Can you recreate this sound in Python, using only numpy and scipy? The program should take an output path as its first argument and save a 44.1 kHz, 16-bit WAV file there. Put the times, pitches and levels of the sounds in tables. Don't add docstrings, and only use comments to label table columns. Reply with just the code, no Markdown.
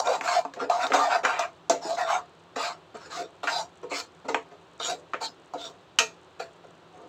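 import sys
import numpy as np
from scipy import signal
from scipy.fft import rfft, irfft
from scipy.io import wavfile
from scipy.ndimage import uniform_filter1d

SR = 44100
rng = np.random.default_rng(int(sys.argv[2]) if len(sys.argv) > 2 else 0)


def digitize_waveform(pressure):
    field = np.atleast_2d(pressure).T
    bounded = np.clip(field, -1, 1)
    quanta = np.round(bounded * 32767).astype(np.int16)
    wavfile.write(sys.argv[1], SR, quanta)


N = 312316
TIME = np.arange(N) / SR
RING_TIME = TIME[:SR // 3]

# frequency in Hz, relative density in dB.
SIMMER_SPECTRUM = [(40, -33), (87, -8.5), (247, -14), (368, -3), (427, -8), (998, -10.5), (1300, -12.5),
                   (2110, -22.5), (2840, -20), (4000, -22.5), (5000, -31.5), (7800, -35.5), (9400, -48.5),
                   (15500, -54)]
# start in seconds, peak level in dB.
OIL_SPITS = [(2.97, -46), (4.999, -52.5)]
# frequency in Hz, relative level in dB, 60 dB decay time in seconds.
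PAN_RESONANCES = [(274.7, -10.5, 0.3), (430, -6.5, 0.18), (499.4, -4, 0.18), (674.6, 1.5, 0.25),
                  (714, 9, 0.11), (876, -5, 0.16), (923, -5, 0.18), (1260, -1.5, 0.12), (1382, -1, 0.12),
                  (1540, -1, 0.065)]
# frequency in Hz, relative density in dB.
DIFFUSE_SPECTRUM = [(150, -27), (275, -3.5), (360, -4.5), (450, 0.5), (750, 5), (1350, 0), (2500, -4.5),
                    (3300, -11.5), (4000, -5.5), (5000, -10.5), (6800, -9.5), (8500, -5.5), (15500, -16.5)]
# frequency in Hz, relative level in dB, 60 dB decay time in seconds.
SPOON_RESONANCES = [(1879, -7, .18), (2410, -3, .2), (2537, -3, .18), (2594, -5, .18), (2700, -5, .18),
                    (2941, -4, .14), (3127, -4, .14), (3909, -9, .16), (6224, -9, .18), (6465, -10, .19),
                    (6627, -10, .21)]
# start in seconds, length in seconds, levels in dB of the four registers
# (thud of the mash, groan of the bowl, grind, rasp of the edge), swell from start to end in dB.
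PUSHES = [(0.0, 0.005, -38.5, -13.5, -35, -24.5, -13.5), (0.049, 0.11, -47.5, -28, -37, -39.5, 8.5),
          (0.243, 0.14, -55.5, -26, -32.5, -35.5, 7.5), (0.604, 0.047, -33, -35, -34, -48.5, -3.5),
          (0.708, 0.15, -57, -27.5, -44.5, -46.5, -16.5), (0.798, 0.047, -46.5, -28, -29.5, -39.5, 16),
          (0.939, 0.15, -48, -25, -29.5, -36.5, -6), (1.11, 0.058, -46, -21, -26, -37, 2.5),
          (1.25, 0.12, -45, -30, -29, -44.5, -9), (1.32, 0.12, -59.5, -35, -35.5, -53.5, 20.5),
          (1.828, 0.13, -50.5, -34.5, -47.5, -41, 1), (1.981, 0.081, -53, -26.5, -37, -42, -3),
          (2.073, 0.096, -52, -25, -30, -39, 5), (2.589, 0.12, -58, -33, -34, -40.5, 2),
          (2.98, 0.093, -60, -69, -51, -56.5, 15), (3.115, 0.12, -44.5, -43, -41, -42.5, -1),
          (3.48, 0.13, -54.5, -30.5, -42.5, -36, 5), (3.911, 0.091, -55, -45, -39, -37, 13),
          (4.807, 0.11, -45, -44, -39.5, -37, 13.5), (5.221, 0.052, -51, -37, -43.5, -37, -2.5),
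          (5.576, 0.1, -52.5, -46, -50.5, -47.5, 14), (6.947, 0.16, -48.5, -51, -69, -75, -7)]
# middle in seconds, length in seconds, pitch in Hz,
# level in dB.
EDGE_JUDDERS = [(0.101, 0.086, 585, -22.5), (0.316, 0.067, 2300, -40.5), (0.384, 0.044, 743, -20.5),
                (0.628, 0.041, 426, -30), (1.036, 0.065, 810, -25), (1.081, 0.028, 750, -22),
                (1.924, 0.09, 647, -25), (2.017, 0.1, 1850, -37), (2.654, 0.18, 4440, -37),
                (3.204, 0.088, 712, -34.5), (3.226, 0.09, 400, -39), (3.557, 0.12, 3640, -36),
                (3.578, .11, 857, -36.5), (3.94, 0.074, 2330, -34.5), (4.844, 0.088, 3340, -34),
                (4.917, 0.079, 686, -31), (5.256, 0.07, 3700, -37), (4.866, 0.069, 7450, -37),
                (5.635, 0.13, 3290, -43.5), (6.422, 0.022, 2550, -45), (6.422, 0.053, 4340, -50)]
# start in seconds, base level in dB, hardness in dB gained from each register to the next,
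# favoured pitch in Hz, its lift in dB.
SOFT_THUDS = [(0.047, -38, 2, 720, 11), (0.559, -35.5, -4.5, 430, 2), (0.898, -32, -1, 455, 7),
              (0.932, -20, 1, 475, 4), (1.23, -32.5, 0.5, 430, 6), (1.7, -28.5, 0.5, 281, 11.5),
              (1.73, -32, -8, 610, 6.5), (1.848, -45.5, -19, 310, 21), (2.556, -32, 1.5, 503, 4),
              (2.941, -37, -1.5, 530, -4), (3.43, -32.5, 1.5, 1220, 5), (3.827, -42.5, -1.5, 402, 16),
              (3.909, -32.5, -1, 402, 6.5), (4.243, -42, -2, 443, 6), (4.281, -30, 0.85, 436, 5),
              (4.51, -45.5, -2.5, 404, 4), (5.206, -44, -2.5, 890, 20), (5.54, -34, -6, 400, 5.5),
              (5.996, -37, 5.5, 436, 7), (6.394, -34, 1, 730, 2.5), (6.633, -47, -3.5, 383, 2)]
# start in seconds, contact time in seconds, levels in dB of thud,
# groan, grind and rasp, pitch of the struck spot in Hz, its peak level in dB.
STEEL_KNOCKS = [(.072, 0.0016, -49, -26.5, -41, -49, 3720, -26),
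                (0.2098, 0.0015, -44, -37, -36.5, -49, 2480, -29.5),
                (0.276, 0.011, -58, -48, -31, -44, 1630, -30),
                (0.4502, 0.0026, -41, -33.5, -49.5, -58.5, 878, -26),
                (.537, 0.0021, -51, -59, -51.5, -52.5, 1710, -42),
                (.698, .004, -46, -27, -40.5, -44, 715, -16),
                (.867, 0.00084, -47, -45, -42, -44, 3750, -24),
                (0.9195, 0.00092, -33, -45, -27, -53, 2170, -27),
                (1.249, 0.002, -31.5, -33.5, -24.5, -38.5, 1970, -18),
                (1.392, 0.0048, -49, -32.5, -38, -36, 701, -19.5),
                (1.697, 0.0047, -24, -21.5, -36, -28, 676, -13),
                (3.472, 0.012, -55, -40, -26, -44, 1587, -28),
                (4.3442, 0.0019, -30, -26.5, -28.5, -44, 2450, -19),
                (4.799, 0.0024, -42.5, -37.5, -44, -52, 3700, -31.5),
                (5.1346, 0.001, -46.5, -54, -35, -56, 1240, -19.5),
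                (5.142, 0.0014, -36.5, -48, -35, -66, 1250, -24),
                (5.536, 0.0019, -51, -33, -59, -55, 596, -39),
                (5.9872, .001, -56, -36.5, -26.5, -23, 2860, -12.5)]
CROSSOVERS_HZ = [600, 1100, 3300]
PILE_UP_DB = [11, 0, -5, -1.5]
DECAY_DB_PER_S = [167, 318, 406, 400]
SOFT_TIMBRE_DB = [-2.5, -3.5, -9, -16]
BUBBLE_BAND_HZ = [5800, 8700]


def from_db(db):
    return 10 ** (np.asarray(db) / 20)


def rms_one(x):
    return x / np.sqrt(np.mean(x ** 2) + 1e-20)


def even(x, steady_s=0.044):
    return x / np.sqrt(np.abs(uniform_filter1d(x ** 2, int(steady_s * SR))) + 1e-12)


def cut(x, hz, kind, order=4):
    return signal.sosfilt(signal.butter(order, hz, kind, fs=SR, output="sos"), x + 1e-18)


def coloured_noise(spectrum, size):
    hz, db = np.transpose(spectrum)
    bins = np.maximum(np.fft.rfftfreq(size, 1 / SR), 1)
    gain = from_db(np.interp(np.log(bins), np.log(hz), db))
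    return rms_one(irfft(rfft(rng.standard_normal(size)) * gain, size))


def drift(per_s):
    knots = np.arange(0, TIME[-1] + 1, 1 / per_s)
    return np.interp(TIME, knots, rng.standard_normal(len(knots)))


def clicks(per_s, spread_db, size):
    born = rng.random(size) < per_s / SR
    strength = from_db(spread_db * np.clip(rng.standard_normal(size), -2, 2))
    return born * strength * rng.choice([-1, 1], size)


def frying(simmer_db=-54.5, sizzle_db=-78, hum_db=-65, hum_hz=166.2, half_width_hz=7):
    simmer = coloured_noise(SIMMER_SPECTRUM, size=N)
    bursts = clicks(per_s=60, spread_db=6, size=N)
    sizzle = rms_one(cut(bursts, BUBBLE_BAND_HZ, "band", order=6))
    hum_band = [hum_hz - half_width_hz, hum_hz + half_width_hz]
    hum = rms_one(cut(rng.standard_normal(N), hum_band, "band", order=2))
    return from_db(simmer_db) * simmer + from_db(sizzle_db) * sizzle + from_db(hum_db) * hum


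def spits(snap_s=0.0021, tail_s=0.063, tail_db=-17):
    out = np.zeros(N)
    envelope = np.exp(-RING_TIME / snap_s) + from_db(tail_db) * np.exp(-RING_TIME / tail_s)
    for start, db in OIL_SPITS:
        snap = cut(envelope * rng.standard_normal(len(envelope)), BUBBLE_BAND_HZ, "band")
        add(out, start, from_db(db) * snap / np.abs(snap).max())
    return out


def add(out, start_s, sound):
    start = round(start_s * SR)
    sound, start = sound[max(-start, 0):], max(start, 0)
    out[start:start + len(sound)] += sound[:N - start]


def modes(table, spread_db, detune_hz):
    hz, db, t60 = np.transpose(table)[:, :, None]
    strength = from_db(db + spread_db * rng.standard_normal(hz.shape)) * rng.choice([-1, 1], hz.shape)
    hz = hz + detune_hz * rng.standard_normal(hz.shape)
    decay = np.exp(-np.log(1000) * RING_TIME / t60)
    return np.sum(strength * np.sin(2 * np.pi * hz * RING_TIME) * decay, axis=0)


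def pan_ring(cluster_db, cluster_hz=200, diffuse_db=4.0, diffuse_t60=0.22, top_hz=7450, shelf_db=-22):
    size = len(RING_TIME)
    knots = np.arange(0, SR / 2, cluster_hz)
    ripple = np.interp(np.fft.rfftfreq(size, 1 / SR), knots, rng.standard_normal(len(knots)))
    spectrum = rfft(coloured_noise(DIFFUSE_SPECTRUM, size)) * from_db(cluster_db * ripple)
    crowd = from_db(diffuse_db) * rms_one(irfft(spectrum, size))
    crack = 2.1 * np.exp(-RING_TIME / .002)
    envelope = np.exp(-np.log(1000) * RING_TIME / diffuse_t60) + crack
    distinct = modes(PAN_RESONANCES, spread_db=4.0, detune_hz=11.1)
    ring = cut(distinct + envelope * crowd, 245, "high", order=3)
    top_octave = from_db(shelf_db) * cut(ring, np.sqrt(2) * top_hz, "high")
    return cut(ring, top_hz, "low", order=14) + top_octave


def registers(x):
    low, middle, high = CROSSOVERS_HZ
    return [cut(x, low, "low", order=8), cut(x, [low, middle], "band", order=3),
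            cut(x, [middle, high], "band"), cut(x, high, "high", order=6)]


def friction(slips_per_s=210, wander=.45, slip_spread_db=2.5, grit_per_s=2000, catch_db=1.64):
    slip_rate = slips_per_s * np.exp(wander * (drift(14) + drift(250)))
    cycles = np.cumsum(slip_rate) / SR
    strength = from_db(slip_spread_db * np.clip(rng.standard_normal(N), -2, 2))
    slips = np.diff(np.floor(cycles), prepend=0) * strength
    grit = clicks(grit_per_s, spread_db=6, size=N)
    return (rms_one(slips) + rms_one(grit)) * from_db(catch_db * drift(140))


def rubbed_pan(spots_per_s=20, count=24):
    force, travel = friction(), TIME * spots_per_s
    sound = np.zeros(N)
    for spot in range(count):
        nearness = np.maximum(1 - np.abs((travel - spot) % count - 1), 0)
        sound += signal.oaconvolve(force * nearness, pan_ring(cluster_db=6.0))[:N]
    return sound


def push_gains(bite_s=0.018, arch_db=4.5):
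    power = np.zeros((len(PILE_UP_DB), N))
    t = TIME[:SR // 2] - bite_s
    bite = np.clip(1 + t / bite_s, 0, 1)
    for start, length_s, *levels_db, swell_db in PUSHES:
        along = np.clip(t / length_s, 0, 1) - .5
        pressure_db = swell_db * along - arch_db * (2 * along) ** 2
        lifted_s = np.maximum(t - length_s, 0)
        for register, db, darken_db, fall in zip(power, levels_db, PILE_UP_DB, DECAY_DB_PER_S):
            gain = bite * from_db(db + pressure_db + darken_db * along - fall * lifted_s)
            add(register, start - bite_s, gain ** 2)
    return np.sqrt(power)


def scraping(sag_octaves=0.12, relative_width=.11):
    rubbed = rubbed_pan()
    out = sum(gain * even(part) for part, gain in zip(registers(rubbed), push_gains()))
    for middle, length_s, hz, db in EDGE_JUDDERS:
        near = np.abs(TIME - middle) < length_s
        along = np.clip((TIME[near] - middle) / length_s, -.5, .5)
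        pitch_hz = hz * 2 ** (-sag_octaves * along)
        carrier = np.exp(2j * np.pi * np.cumsum(pitch_hz) / SR)
        baseband = cut(rubbed[near] / carrier, relative_width * hz, "low", order=3)
        cluster = even(np.real(carrier * baseband), steady_s=0.016)
        out[near] += from_db(db) * np.cos(np.pi * along) * cluster
    return out


def blow(force, ring, levels_db, onset_s=.03):
    onset = round(onset_s * SR)
    parts = registers(signal.fftconvolve(force, ring)[:len(ring)])
    return sum(from_db(db) * part / np.std(part[:onset]) for part, db in zip(parts, levels_db))


def soft_thuds(swell_s=0.0063, grains_per_s=1500, spot_width=0.076):
    out = np.zeros(N)
    for start, level_db, hardness_db, spot_hz, lift_db in SOFT_THUDS:
        grains = clicks(grains_per_s, spread_db=4.5, size=len(RING_TIME))
        crunch = grains * RING_TIME * np.exp(-RING_TIME / swell_s)
        levels_db = [level_db + db + step * hardness_db for step, db in enumerate(SOFT_TIMBRE_DB)]
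        sound = blow(crunch, pan_ring(cluster_db=4.0), levels_db)
        favoured = cut(sound, spot_hz * np.exp([-spot_width, spot_width]), "band", order=1)
        add(out, start, sound + (from_db(lift_db) - 1) * favoured)
    return out


def knocks(skid_db=-8, skids_per_s=1500, spoon_db=-19.5):
    out = np.zeros(N)
    for start, contact_s, *levels_db, spot_hz, spot_db in STEEL_KNOCKS:
        age = RING_TIME / contact_s
        skid = from_db(skid_db) * clicks(skids_per_s, spread_db=3, size=len(age)) * np.exp(-age)
        force = (age == 0) + skid
        spot = from_db(spot_db) * age * np.exp(1 - age) * np.sin(2 * np.pi * spot_hz * RING_TIME)
        add(out, start, blow(force, pan_ring(cluster_db=0.0, diffuse_t60=0.18), levels_db) + spot)
    spoon = modes(SPOON_RESONANCES, spread_db=1, detune_hz=0)
    add(out, STEEL_KNOCKS[-1][0], from_db(spoon_db) * spoon)
    return out


def scene():
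    return (knocks() + soft_thuds() + scraping() + frying() + spits())[None]


def record(dry, cutoff_hz=15800):
    return signal.sosfilt(signal.ellip(10, .1, 80, cutoff_hz, fs=SR, output="sos"), np.tanh(dry))


dry = scene()
out = record(dry)
digitize_waveform(out)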